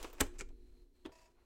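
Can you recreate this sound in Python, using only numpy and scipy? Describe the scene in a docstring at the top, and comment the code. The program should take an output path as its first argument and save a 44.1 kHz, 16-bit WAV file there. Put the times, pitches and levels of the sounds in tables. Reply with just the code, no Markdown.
"""A small quiet room, close to a plastic desktop unit, over the rumble of a wobbling microphone stand.
A floppy disk rubs and knocks into the drive, its shutter pings open, the carrier drops it into
place with a clack that rings the case, and the eject button clicks out. The spindle hums and the
disk swishes in its sleeve. Then the head clunks in and its motor steps in a few short bursts."""
import sys
import numpy as np
from scipy import signal
from scipy.fft import rfft, irfft
from scipy.io import wavfile

SR = 44100
rng = np.random.default_rng(int(sys.argv[2]) if len(sys.argv) > 2 else 0)


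def persist_wave(psi):
    """Save psi, clipped to +-1, as 16-bit WAV."""
    counts = np.round(np.clip(psi, -1, 1) * 32767).astype(np.int16)
    wavfile.write(sys.argv[1], SR, np.atleast_2d(counts).T)


N = 63945
ATTACK_S = .00065  # onset of a hard contact


def undb(db):
    """Decibels to gain."""
    return 10 ** (np.asarray(db) / 20)


def unit(x):
    """Scale to rms 1."""
    return x / np.sqrt(np.mean(x ** 2))


def since(start):
    """Seconds since a moment, zero before it."""
    return np.maximum(np.arange(N) / SR - start, 0)


def fade(t, t60):
    """Exponential decay, 60 dB in t60 seconds."""
    return np.exp(-np.log(1000) * t / np.maximum(t60, 1e-3))


def fader(points):
    """Gain over time from (s, dB) points, opening in the 50 ms before the first."""
    s, db = np.array(points).T
    return undb(np.interp(since(0), s, db)) * np.clip(1 + (since(0) - s[0]) * 20, 0, 1)


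def bins():
    """Frequencies of the spectrum in Hz."""
    return np.maximum(np.fft.rfftfreq(N, 1 / SR), 1)


def eq(points):
    """Gain across the spectrum from (Hz, dB) points."""
    hz, db = np.array(points).T
    return undb(np.interp(np.log(bins()), np.log(hz), db))


def peak(hz, width_hz):
    """Spectrum of one resonance."""
    return 1 / (1 + (2 * (bins() - hz) / width_hz) ** 2)


def noise(gain):
    """Noise of rms 1 with the given spectrum."""
    return unit(irfft(gain * np.exp(2j * np.pi * rng.random(N // 2 + 1)), N))


def wavering(lines):
    """Narrow resonances fed by noise: tones that waver."""
    return noise(sum(undb(db) / np.sqrt(width) * peak(hz, width) for hz, width, db in lines))


def ring(gain, start, t60, slope=0):
    """Many close modes as dying noise; t60 holds at 2 kHz, and slope lets lower octaves last longer."""
    spectrum, t = rfft(noise(gain)), since(start)
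    octave = np.clip(np.log2(bins() / 2000), -4, 3)
    out = 0
    for k in range(-4, 4):
        band = irfft(spectrum * np.maximum(1 - abs(octave - k), 0), N)
        out += band * fade(t, t60 * 2 ** (-k * slope))
    return out * (1 - np.exp(-t / ATTACK_S))


def modes(table, start, attack):
    """Decaying sines of alternating polarity, set off by one blow."""
    t = since(start)
    tones = sum((-1) ** k * undb(db) * np.sin(2 * np.pi * hz * t) * fade(t, t60)
                for k, (hz, db, t60) in enumerate(table))
    return tones * (1 - np.exp(-t / attack))


def knocks(table, colour):
    """Hard contacts on one part, each with its own weight of bass and treble."""
    out = 0
    for start, db, bass_db, treble_db, t60 in table:
        tilt = eq([(350, bass_db), (1800, 0), (9000, treble_db)])
        out += undb(db) * ring(eq(colour) * tilt, start, t60, slope=.22)
    return out


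def rub(levels, colour, rough_db, grain_hz):
    """Friction noise that catches and slips."""
    grip = np.interp(since(0) * grain_hz, np.arange(N), rng.standard_normal(N))
    return fader(levels) * unit(noise(eq(colour)) * undb(rough_db * grip))


# Swells of the stand's rumble. Each row: time in seconds, level in dB.
RUMBLE = [(0, -49.5), (.07, -52), (.19, -55.5), (.3, -50), (.5, -47.5), (.6, -56.5), (.8, -55.5),
          (.87, -65), (1.45, -67.5)]
# Its sub-heavy tone. Each row: frequency in Hz, gain in dB.
RUMBLE_EQ = [(10, -13), (21, -1.5), (32, -8), (60, -16.5), (90, -29), (130, -37.5), (300, -52.5),
             (800, -87)]
# The low thump. Each row: pitch in Hz, level in dB, t60 in seconds.
THUMP_MODES = [(22.2, -37, 0.9), (48, -33.5, .2), (64, -32.5, 0.16), (84.6, -36, 0.2)]


def stand_rumble():
    """Low rumble of a wobbling microphone stand, with a thump under the clack."""
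    return fader(RUMBLE) * noise(eq(RUMBLE_EQ)) + modes(THUMP_MODES, start=.2, attack=.006)


# Dark room tone. Each row: frequency in Hz, gain in dB.
AIR_EQ = [(30, 0), (70, -2), (140, -12), (400, -11), (700, -24), (1500, -32), (5000, -33), (16000, -37)]


def air():
    """Still air lays a faint, steady bed of noise."""
    return undb(-77.5) * noise(eq(AIR_EQ))


# Fader ride of the hum. Each row: time in seconds, level in dB.
HUM = [(0, -69), (.3, -62.5), (.5, -62.5), (.7, -70), (.85, -71), (.92, -77), (1.05, -75.5), (1.45, -79.5)]
# Its low tones. Each row: pitch in Hz, width in Hz, relative level in dB.
HUM_LINES = [(249, 16, -7), (287, 18, -7), (354.6, 8.2, 0), (398, 18, -11.5), (460, 23, -11.5)]


def spindle_hum():
    """The spindle hums in a wavering cluster of tones."""
    return fader(HUM) * wavering(HUM_LINES)


# Ticks in the slot. Each row: start in seconds, level, bass and treble in dB, t60 in seconds.
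SLOT_KNOCKS = [(.0005, -54, -14, -4.5, 0.088), (.0275, -42.5, -10.5, 9, 0.049), (.0335, -44, -4, -2, 0.028),
               (.0438, -36, -4.5, -5, 0.025), (.0475, -44.5, -0.5, -3.5, 0.062),
               (.1125, -69.5, -0.5, 14.5, 0.017), (.1288, -51.5, -2.5, -1.5, 0.048),
               (.183, -47, -5.5, -15, 0.019), (.1895, -50, -2, -25.5, .04), (.358, -64.5, -21, -27, .09),
               (.488, -65, -14.5, 1, .05), (.502, -64.5, 8.5, -14, 0.066)]
# The disk sliding and settling. Each row: time in seconds, level in dB.
SLIDE = [(0, -55.5), (.06, -54), (.1, -59), (.122, -67), (.15, -60), (.175, -64), (.2, -55.5), (.27, -60),
         (.3, -84), (.35, -68), (.46, -77), (.52, -130)]
# Boxy tone of the slot. Each row: frequency in Hz, gain in dB.
SLOT_EQ = [(100, -16), (200, -17), (320, 5), (600, -2.5), (1100, -4.5), (1800, -12), (2500, -9),
           (4000, -16), (7500, -16), (10000, -23), (16000, -28.5)]


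def insertion():
    """The disk rubs and knocks along the slot; its metal shutter pings open."""
    ping = undb(-50) * ring(peak(14800, width_hz=1400), start=.1295, t60=.028)
    return rub(SLIDE, SLOT_EQ, rough_db=2, grain_hz=399) + knocks(SLOT_KNOCKS, SLOT_EQ) + ping


# Hits of the carrier. Each row: start in seconds, level, bass and treble in dB, t60 in seconds.
CLACKS = [(.1998, -41, -3, 3, .03), (.2042, -25, -3, -2, .022), (.2072, -17.5, -4, 3, .02),
          (.2098, -17.5, -1, 2, .021), (.2145, -33, 3, -6, .06), (.232, -49, 0, 3, .06),
          (.25, -58, 0, 0, .06), (.267, -58, 3, -3, .04)]
# Their full, bright tone. Each row: frequency in Hz, gain in dB.
CLACK_EQ = [(100, -11), (220, -3.5), (420, -0.5), (750, -7), (1300, -3), (2500, -4), (4500, -11.5),
            (8000, -3.5), (9800, -12.5), (15500, -13.5)]
# Ring of carrier and case. Each row: pitch in Hz, level in dB, t60 in seconds.
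CASE_MODES = [(190, -42, .1), (274, -26.5, .105), (335, -35, .08), (420, -27, .08), (478, -34, .06),
              (596, -35, .07), (680, -38, .08), (826, -34.5, .08), (1078, -36, .07), (1278, -33.5, .07),
              (1670, -38, .05), (2305, -36, .06), (3010, -39, .07), (7740, -38, .04)]


def carrier_clack():
    """The disk carrier snaps down and rings the case."""
    return knocks(CLACKS, CLACK_EQ) + modes(CASE_MODES, start=.2095, attack=.002)


# Swells of the swish. Each row: time in seconds, level in dB.
SWISH = [(.2, -96), (.5, -83.5), (.68, -79), (.82, -78), (.87, -88.5), (.92, -96), (.96, -79), (1.2, -83.5),
         (1.32, -87.5), (1.45, -84)]
# Its tone, with a thin peak near 4 kHz. Each row: frequency in Hz, gain in dB.
SWISH_EQ = [(500, 2.5), (1200, -6), (2400, -6), (3600, -9), (3900, -5), (4130, 4.5), (4400, -5.5),
            (4800, -12), (8000, -12), (16000, -20)]


def disk_swish():
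    """The turning disk brushes its sleeve."""
    return rub(SWISH, SWISH_EQ, rough_db=1, grain_hz=80.1)


# Button clicks. Each row: start in seconds, level, bass and treble in dB, t60 in seconds.
BUTTON_CLICKS = [(.384, -54.5, -10, 6.5, 0.046), (.3875, -49, 2, 23, 0.034), (.3905, -41.5, 2, 12.5, 0.026),
                 (.3962, -45, -12, 13, 0.045), (.4015, -43, -8, -8, 0.017), (.406, -50, -12, -1, 0.017),
                 (.4085, -33.5, -4.5, -0.5, 0.02), (.414, -42, 7.5, -3.5, 0.049)]
# Their hollow tone. Each row: frequency in Hz, gain in dB.
BUTTON_EQ = [(120, -28), (390, 4.5), (600, -16.5), (1400, -4.5), (1800, -9.5), (2350, -1), (3400, -13),
             (5500, -9.5), (7600, -4), (9300, -20.5), (16000, -33.5)]
# Ring of the catch. Each row: pitch in Hz, level in dB, t60 in seconds.
BUTTON_MODES = [(379, -49, 0.081), (808, -54, 0.047), (1030, -54, 0.057), (2186, -41.5, 0.025),
                (2430, -63, 0.034), (10040, -69, 0.078)]


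def eject_button():
    """The button springs out, scraping, and rings as it catches."""
    return knocks(BUTTON_CLICKS, BUTTON_EQ) + modes(BUTTON_MODES, start=.4085, attack=ATTACK_S)


# Knocks of the head. Each row: start in seconds, level, bass and treble in dB, t60 in seconds.
HEAD_KNOCKS = [(1.0475, -65.5, -4, 7, 0.035), (1.0522, -48.5, -5, -10, 0.041),
               (1.0588, -44, -4.5, -4, 0.035), (1.065, -54.5, 0, -4, 0.065), (1.091, -59, 12, -17.5, 0.11)]
# Their mid-heavy tone. Each row: frequency in Hz, gain in dB.
HEAD_EQ = [(120, -8.5), (300, -6), (500, 0), (1000, -3.5), (2000, -10), (2700, -13), (3300, -4),
           (4200, -16), (8000, -20), (15000, -31)]
# Body of the clunk. Each row: pitch in Hz, level in dB, t60 in seconds.
HEAD_MODES = [(66, -57, 0.27), (235.1, -44, 0.098), (278.3, -45, 0.16), (322.8, -37.5, 0.11),
              (381, -41.5, 0.12), (915, -51, 0.056), (1747, -61.5, 0.13), (3190, -55, .05)]


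def head_clunk():
    """The head mechanism engages with a double clunk."""
    return knocks(HEAD_KNOCKS, HEAD_EQ) + modes(HEAD_MODES, start=1.0495, attack=.0061)


# Fader ride of the head's rubbing. Each row: time in seconds, level in dB.
HEAD_RUB = [(1.04, -110), (1.09, -78), (1.29, -78), (1.35, -84), (1.385, -75), (1.45, -80)]
# Its muffled tone. Each row: frequency in Hz, gain in dB.
HEAD_RUB_EQ = [(200, -3), (450, 3), (1000, -1), (2500, -9), (6000, -27.5), (16000, -41)]


def head_rub():
    """The head rubs on the turning disk."""
    return rub(HEAD_RUB, HEAD_RUB_EQ, rough_db=2, grain_hz=100.5)


# Swell of the whine. Each row: time in seconds, level in dB.
WHINE = [(1.06, -85), (1.095, -77), (1.29, -77), (1.315, -95), (1.45, -100)]
# Its two tones. Each row: pitch in Hz, width in Hz, relative level in dB.
WHINE_LINES = [(655, 45, -2), (974, 24, 1)]


def load_whine():
    """The drive whines thinly under load."""
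    return fader(WHINE) * wavering(WHINE_LINES)


# Bursts of steps. Each row: start in seconds, relative level in dB.
SEEKS = [(1.1197, -60), (1.1525, -61), (1.1855, -62), (1.215, -64), (1.242, -69), (1.257, -66)]
# Ring of the head sled. Each row: pitch in Hz, relative level in dB, t60 in seconds.
STEP_MODES = [(355, -15, .06), (655, 1, .03), (800, -4, .02), (972, 0, .04), (1180, -4, .025),
              (1820, -2, .02), (2620, -1, .02), (4730, -7, .04), (5180, -11, .04), (5500, -11, .04),
              (6910, -10, .04)]
# The sled sliding. Each row: time in seconds, level in dB.
SLED = [(1.117, -103), (1.127, -75.5), (1.21, -74.5), (1.275, -79.5), (1.31, -84), (1.36, -101.5)]
# Raspy tone of sled and screw. Each row: frequency in Hz, gain in dB.
SLED_EQ = [(300, -9), (800, -2), (1400, -9), (2600, -5), (3800, -9), (7200, -5), (10000, -15), (16000, -21)]


def stepper(count=9, step_hz=324, fade_s=.016, jitter=.02, roughness=.35):
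    """Fading trains of motor steps ring the sliding head sled; the lead screw rasps with each train."""
    pulses, rasp = np.zeros(N), 0
    for start, db in SEEKS:
        lag = (np.arange(count) + jitter * rng.standard_normal(count)) / step_hz
        pulses[((start + lag) * SR).astype(int)] += undb(db) * np.exp(-lag / fade_s)
        rasp += undb(db - 8.5) * ring(eq(SLED_EQ), start, t60=.11)
    grit = signal.fftconvolve(pulses, fade(since(0), t60=.008))[:N] * rng.standard_normal(N)
    push = pulses + roughness * np.std(pulses) * unit(grit)
    buzz = undb(-4.5) * signal.fftconvolve(push, modes(STEP_MODES, start=0, attack=1e-4))[:N]
    return buzz + rasp + rub(SLED, SLED_EQ, rough_db=3, grain_hz=190.6)


def room(x, wet_db=-22.5):
    """Short reverberation of a small room."""
    colour = eq([(60, -10.5), (350, 1.5), (1000, 1), (7500, 1), (15000, -9)])
    tail = ring(colour, start=.0029, t60=.31, slope=.11)
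    return x + undb(wet_db) * signal.fftconvolve(x, tail / np.sqrt(np.sum(tail ** 2)))[:N]


def scene():
    """The mechanism in its room, over the dry sounds of spinning, stand rumble and air; mono."""
    bed = stand_rumble() + air()
    mechanism = insertion() + carrier_clack() + eject_button() + head_clunk() + stepper() + head_rub()
    return (room(mechanism) + spindle_hum() + load_whine() + disk_swish() + bed)[None]


def record(dry, top_hz=16100):
    """A steep low-pass trims the highest treble."""
    return signal.sosfilt(signal.ellip(10, .2, 70, top_hz, fs=SR, output="sos"), dry)


dry = scene()
out = record(dry)
persist_wave(out)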